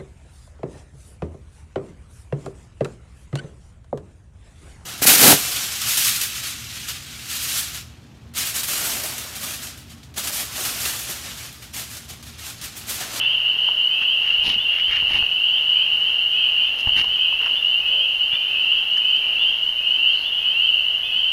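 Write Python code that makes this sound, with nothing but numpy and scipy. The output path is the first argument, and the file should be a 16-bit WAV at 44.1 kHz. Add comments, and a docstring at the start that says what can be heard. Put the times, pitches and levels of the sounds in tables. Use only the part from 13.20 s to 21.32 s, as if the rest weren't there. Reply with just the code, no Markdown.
"""Spring peepers in a dense dusk chorus by a wooded creek, through a small hand-held camera.
Each peep is a rising whistle carried by the vocal sac. A few near frogs stand out of a far crowd,
all scattered by the trees. Sleeves rustle, the camera is gripped, bumped and swung, and fishing
tackle ticks over quiet outdoor noise and a faint hum."""
import sys
import numpy as np
from scipy import signal
from scipy.fft import rfft, irfft
from scipy.io import wavfile

SR = 44100
rng = np.random.default_rng(int(sys.argv[2]) if len(sys.argv) > 2 else 0)


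def wrap_up_sound(samples):
    """Save the sound to the file named by the first command line argument, as 16-bit audio."""
    columns = np.atleast_2d(samples).T
    # keep every value between -1 and 1, then stretch to whole-number steps
    tamed = np.clip(columns, -1, 1)
    steps = np.round(tamed * 32767).astype(np.int16)
    wavfile.write(sys.argv[1], SR, steps)


N = 358091


def undb(db):
    """Decibels to gain."""
    return 10 ** (np.asarray(db) / 20)


def level(x, db):
    """Set the rms level."""
    return x * undb(db) / np.sqrt(np.mean(x ** 2) + 1e-18)


def add(out, start_s, x):
    """Mix x in at start_s, cropped to the scene."""
    i = int(start_s * SR)
    lo, hi = max(i, 0), min(i + len(x), N)
    if hi > lo:
        out[lo:hi] += x[lo - i:hi - i]


def walk(n, rate_hz):
    """Gaussian points at rate_hz, joined by lines."""
    points = rng.standard_normal(4096)
    return np.interp(np.arange(n) * rate_hz / SR, np.arange(len(points)), points)


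def band(x, hz, width_hz):
    """One resonance applied twice, for steep skirts."""
    b, a = signal.iirpeak(hz, hz / width_hz, fs=SR)
    return signal.lfilter(b, a, signal.lfilter(b, a, x))


def lowpass(x, corner_hz, order=1):
    """Maximally flat low-pass."""
    return signal.sosfilt(signal.butter(order, corner_hz, fs=SR, output="sos"), x)


def peep(length_s, start_hz, end_hz, bend, sac_width_hz=480):
    """Pitch climbs as the vocal sac tightens; bend > 0 arches, bend < 0 flicks up at the end."""
    # vocal-fold partials, the sac favouring the second: (harmonic, level [dB])
    partials = [(1, -36.5), (2, 0), (3, -33.5)]
    u = np.linspace(0, 1, int(length_s * SR))
    waver = 1 + .0028 * walk(len(u), 125)
    hz = (start_hz + (end_hz - start_hz) * (u + bend * u * (1 - u))) * waver
    fold_phase = 2 * np.pi * (np.cumsum(hz / 2) / SR + rng.random())  # an octave under the whistle
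    effort = np.sin(np.pi / 2 * np.clip(np.minimum(u, 1 - u) / .25, 0, 1))
    sac_gain = 1 / (1 + (2 * (hz - hz.mean()) / sac_width_hz) ** 2)  # peaks mid-glide
    return effort * sac_gain * sum(undb(db) * np.sin(k * fold_phase) for k, db in partials)


def calls(rows, length_s, climb_hz_per_s, bend, scatter=.1):
    """Peeps at (time [s], mid pitch [Hz], level [dB]); length and climb vary per call."""
    out = np.zeros(N)
    for s, hz, db in rows:
        longer, steeper = 1 + scatter * rng.standard_normal(2)
        half_rise_hz = climb_hz_per_s * steeper * length_s * longer / 2
        add(out, s, undb(db) * peep(length_s * longer, hz - half_rise_hz, hz + half_rise_hz, bend))
    return out


def leaves(x):
    """A long path through undergrowth loses the upper partial."""
    return lowpass(x, 4500, order=4)


def woods(x, wet_db, t60_s=.65, build_s=.064):
    """Direct sound plus a duller tail of echoes from trunks and banks."""
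    t = np.arange(SR) / SR
    echoes = rng.standard_normal(SR) * (rng.random(SR) < .02)
    response = echoes * undb(-60 * t / t60_s) * (1 - np.exp(-t / build_s))
    wrapped = np.r_[x[-SR:], x]  # tail already rings at the start
    tail = signal.fftconvolve(wrapped, response / np.linalg.norm(response))[SR:SR + N]
    return x + undb(wet_db) * leaves(tail)


def crowd(count, centre_hz, spread_hz, rise_hz, length_s, period_s=.73, scatter_db=2, off_pitch_db=-.1):
    """Each frog repeats its own peep at its own pace and distance; body size sets the pitch."""
    out = np.zeros(N)
    sizes = np.arctanh(.98 * np.linspace(-1, 1, count))  # mostly middling
    for size in sizes / np.std(sizes):
        hz = centre_hz + spread_hz * size
        stretch, slowness, nearness, offset = rng.uniform(-.9, 1, 4)
        call = peep(length_s * (1 + .284 * stretch), hz - rise_hz / 2, hz + rise_hz / 2, bend=-.2255)
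        for k, (late, strength) in enumerate(rng.standard_normal((18, 2))):
            beat = k - 2 + offset + .08 * late
            db = scatter_db * (nearness + strength) / 2 + off_pitch_db * abs(size)
            add(out, beat * period_s * (1 + .2 * slowness), call * undb(db))
    return out


def distant_frogs():
    """A few mid-distance frogs and a far crowd swell and ease together behind the trees."""
    # crowd swell: (time [s], gain [dB])
    swell = [(0, -18.5), (.73, -19), (1.1, -19), (1.6, -18.5), (3.36, -19.5), (3.6, -19), (3.95, -20.5),
             (4.3, -18), (4.55, -20.5), (4.92, -20), (5.35, -19), (5.6, -19.5), (6.89, -20.2), (7.1, -21),
             (7.55, -18), (8.12, -20)]
    middle = crowd(count=7, centre_hz=2895, spread_hz=75, rise_hz=280, length_s=.11)
    middle = woods(middle, wet_db=-6)
    far = crowd(count=44, centre_hz=2940, spread_hz=102, rise_hz=350, length_s=.118)
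    far = woods(leaves(far), wet_db=3)
    swell_db = np.interp(np.arange(N) / SR, *np.transpose(swell))
    return undb(swell_db) * (level(middle, -8) + level(far, -2))


def small_frog(pitch_hz=3395):
    """One small frog: a short, high, arching peep."""
    # calls: (time [s], level [dB])
    high_peeps = [(0, -31.5), (1.375, -30.5), (1.612, -38), (2.337, -35), (3.43, -37), (4.347, -29.5),
                  (5.115, -27.5), (6.177, -29.5), (7.03, -30), (7.82, -29.5)]
    rows = [(s, pitch_hz, db) for s, db in high_peeps]
    return woods(calls(rows, length_s=.07, climb_hz_per_s=4600, bend=.5), wet_db=-7)


def rub(length_s, hz, width_hz, db, grain_db=4, grain_rate_hz=260):
    """Friction: a swell of tiny uneven slips."""
    n = int(length_s * SR)
    slips = rng.standard_normal(n) * undb(grain_db * walk(n, grain_rate_hz))
    return level(band(slips, hz, width_hz) * np.sin(np.linspace(0, np.pi, n)), db)


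def rustles(muffle_hz=5000):
    """Cloth and line rub, and fingers slide on the camera; cloth softens both."""
    # cloth and line: (time [s], length [s], centre [Hz], width [Hz], unmuffled level [dB])
    cloth_rubs = [(0, 0.064, 1830, 2060, -41), (.8, 0.046, 1660, 2480, -38.5),
                  (1.0, 0.2, 2350, 2520, -40.5), (1.217, .15, 3160, 2170, -28.5),
                  (1.5, .15, 2370, 1310, -35.5), (1.66, 0.18, 2250, 1610, -31),
                  (1.866, .15, 2480, 2060, -32.5), (3.57, 0.06, 4970, 9000, -41),
                  (3.753, 0.077, 2420, 2570, -28.5), (4.19, .12, 1390, 2130, -37.5),
                  (4.672, .25, 575, 395, -49), (5.116, 0.075, 1820, 2020, -42.5),
                  (6.892, 0.2, 4260, 500, -42)]
    # fingers sliding on the camera: (time [s], length [s], unmuffled level [dB])
    grips = [(1.217, 0.13, -39.5), (1.862, 0.18, -44), (3.748, 0.086, -39.5)]
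    # low rumble, case ring near 900 Hz and thin high hiss: (centre [Hz], width [Hz], gain [dB])
    grip_bands = [(50, 100, -6), (218, 270, -5), (900, 410, -4.5), (10300, 4500, -2.5)]
    out = np.zeros(N)
    for s, length_s, hz, width_hz, db in cloth_rubs:
        add(out, s, rub(length_s, hz, width_hz, db))
    for s, length_s, db in grips:
        for hz, width_hz, band_db in grip_bands:
            add(out, s, rub(length_s, hz, width_hz, db + band_db))
    return lowpass(out, muffle_hz)


def air(rms_db=-41, flicker_db=.9, fade_db=2, split_hz=4000):
    """Broad outdoor noise: the lower band flickers and slowly fades, the hiss holds steady."""
    # far air, creek and microphone hiss: (frequency [Hz], relative density [dB])
    spectrum = [(26, 1.5), (91, -6.5), (172, -6.5), (250, -4), (360, -6), (520, -2), (900, -2),
                (1250, -4.5), (2200, -1.7), (3800, -5), (4400, -9), (5100, -13.5), (6800, -16.5),
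                (9500, -18.5), (15000, -20.5)]
    hz, db = np.transpose(spectrum)
    bin_hz = np.arange(N // 2 + 1) * SR / N
    shape = undb(np.interp(np.log(bin_hz + 1), np.log(hz), db))
    noise = irfft(rfft(rng.standard_normal(N)) * shape, N)
    low = lowpass(noise, split_hz)
    hiss = noise - low
    low_db = flicker_db * walk(N, 7.9) + fade_db * np.linspace(.5, -.5, N)
    return level(low * undb(low_db) + hiss, rms_db)


def hum(low_hz=64, high_hz=124, waver_hz=1.1):
    """Two faint, wavering low tones."""
    # hum envelopes: (time [s], low tone level [dB], high tone level [dB])
    envelopes = [(0, -70, -50.5), (.4, -67, -56.5), (.6, -65, -59.5), (4, -57, -61), (5.5, -61.5, -67),
                 (8.1, -55, -61)]
    s, low_db, high_db = np.transpose(envelopes)
    out = np.zeros(N)
    for hz, db in ((low_hz, low_db), (high_hz, high_db)):
        phase = 2 * np.pi * np.cumsum(hz + waver_hz * walk(N, 8.8)) / SR
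        out += level(np.sin(phase), np.interp(np.arange(N) / SR, s, db))
    return out


def near_frogs(level_db=-18, scatter_db=.8):
    """Close frogs: clear peeps, mostly direct sound."""
    # calls: (time [s], mid pitch [Hz])
    near_peeps = [(.04, 3100), (.24, 2960), (.38, 3040), (.59, 2870), (.66, 3060), (.84, 3070),
                  (1.44, 2850), (1.58, 3050), (1.84, 2830), (1.95, 2900), (2.08, 2980), (2.17, 2890),
                  (2.27, 3040), (2.48, 3010), (2.55, 3070), (2.66, 2970), (2.79, 3040), (2.98, 2840),
                  (3.13, 3080), (3.2, 2980), (3.36, 3020), (3.68, 3040), (3.75, 2830), (3.85, 3010),
                  (3.94, 3050), (4.44, 2990), (4.52, 2850), (4.64, 2980), (4.73, 3090), (4.99, 3020),
                  (5.13, 3010), (5.43, 2810), (5.5, 3110), (5.71, 3010), (5.82, 3040), (5.89, 3050),
                  (6.15, 2830), (6.21, 3090), (6.41, 2990), (6.66, 3010), (6.77, 2850), (6.83, 3080),
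                  (7.23, 3030), (7.33, 2820), (7.39, 3080), (7.47, 3020), (7.91, 3030), (8.01, 3060)]
    rows = [(s, hz, level_db + scatter_db * rng.standard_normal()) for s, hz in near_peeps]
    return woods(calls(rows, length_s=.115, climb_hz_per_s=2900, bend=-.25), wet_db=-7.5)


def knock(hz, t60_s, crack_db=-8, crack_t60_s=.059, attack_s=.00017):
    """A contact rings one damped mode, with a short crack of noise around it."""
    t = np.arange(SR // 4) / SR
    ring = np.sin(2 * np.pi * hz * t) * undb(-60 * t / t60_s)
    noise = band(rng.standard_normal(len(t)), hz, width_hz=hz)
    crack = level(noise, crack_db) * undb(-60 * t / crack_t60_s)
    return (ring + crack) * (1 - np.exp(-t / attack_s))


def tackle(ring_cycles=31, gain_db=-2):
    """Fishing tackle ticks; the higher the pitch, the shorter the ring."""
    # ticks: (time [s], pitch [Hz], relative level [dB])
    ticks = [(0.486, 960, -22.5), (3.843, 1005, -26), (3.842, 3180, -25), (4.125, 940, -28.5),
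             (5.772, 1740, -25), (5.772, 4960, -29), (5.905, 4800, -37), (5.963, 4800, -37)]
    out = np.zeros(N)
    for s, hz, db in ticks:
        add(out, s, undb(db) * knock(hz, ring_cycles / hz))
    return undb(gain_db) * out


def camera_bumps(thump_t60_s=.028, gain_db=-2):
    """Each bump thumps the camera and clacks its case."""
    # bumps: (time [s], thump pitch [Hz], relative thump level [dB], relative clack level [dB])
    bumps = [(.819, 219, -32.5, -35), (1.279, 190, -24, -38), (1.361, 151, -24, -37), (1.701, 55, -31, -42),
             (1.826, 130, -25.5, -31), (1.908, 260, -26.5, -30), (1.945, 139, -30, -33),
             (1.959, 110, -30, -25.5), (2.024, 71, -24, -26.5), (3.671, 76, -15, -24), (3.69, 90, -33, -29),
             (5.132, 132, -30, -38)]
    # clack modes: (frequency [Hz], t60 [s], gain [dB])
    clack_modes = [(855, 0.017, 2.5), (1670, 0.0086, -3)]
    out = np.zeros(N)
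    for s, thump_hz, thump_db, clack_db in bumps:
        add(out, s, undb(thump_db) * knock(thump_hz, thump_t60_s))
        for hz, t60_s, mode_db in clack_modes:
            add(out, s, undb(clack_db + mode_db) * knock(hz, t60_s))
    return undb(gain_db) * out


def camera_swings(centre_hz=38, width_hz=90, gust_db=3):
    """Air buffets the swinging camera: a low, uneven rumble."""
    # swings: (time [s], length [s], rms level [dB])
    swings = [(0.997, 0.53, -51), (1.601, .5, -47.5), (3.599, .35, -48.5)]
    out = np.zeros(N)
    for s, length_s, db in swings:
        n = int(length_s * SR)
        rumble = band(rng.standard_normal(SR), centre_hz, width_hz)[-n:]
        gusts = undb(gust_db * walk(n, 20))
        add(out, s, level(rumble * gusts * np.sin(np.linspace(0, np.pi, n)), db))
    return out


def big_frogs():
    """Big frogs: low, slow peeps with a stronger echo from the trees."""
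    # calls: (time [s], mid pitch [Hz], level [dB])
    low_peeps = [(2.53, 2410, -41), (3.222, 2530, -36), (3.365, 2500, -36), (4.05, 2580, -30),
                 (4.78, 2580, -33), (5.095, 2420, -37), (5.32, 2620, -29), (6.0, 2420, -40)]
    return woods(calls(low_peeps, length_s=.15, climb_hz_per_s=1200, bend=0), wet_db=-3)


def scene():
    """Frogs, handling and background at one microphone."""
    frogs = distant_frogs() + small_frog() + near_frogs() + big_frogs()
    handling = rustles() + tackle() + camera_bumps() + camera_swings()
    return (frogs + handling + air() + hum())[None]


def record(dry, dip_hz=7837, dip_width_hz=1640, top_hz=15300):
    """Camera response: a narrow treble dip and a steep top cut."""
    b, a = signal.iirnotch(dip_hz, dip_hz / dip_width_hz, fs=SR)
    dipped = signal.lfilter(b, a, signal.lfilter(b, a, dry))
    return signal.sosfilt(signal.ellip(10, .2, 80, top_hz, fs=SR, output="sos"), dipped)


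dry = scene()
out = record(dry)
wrap_up_sound(out)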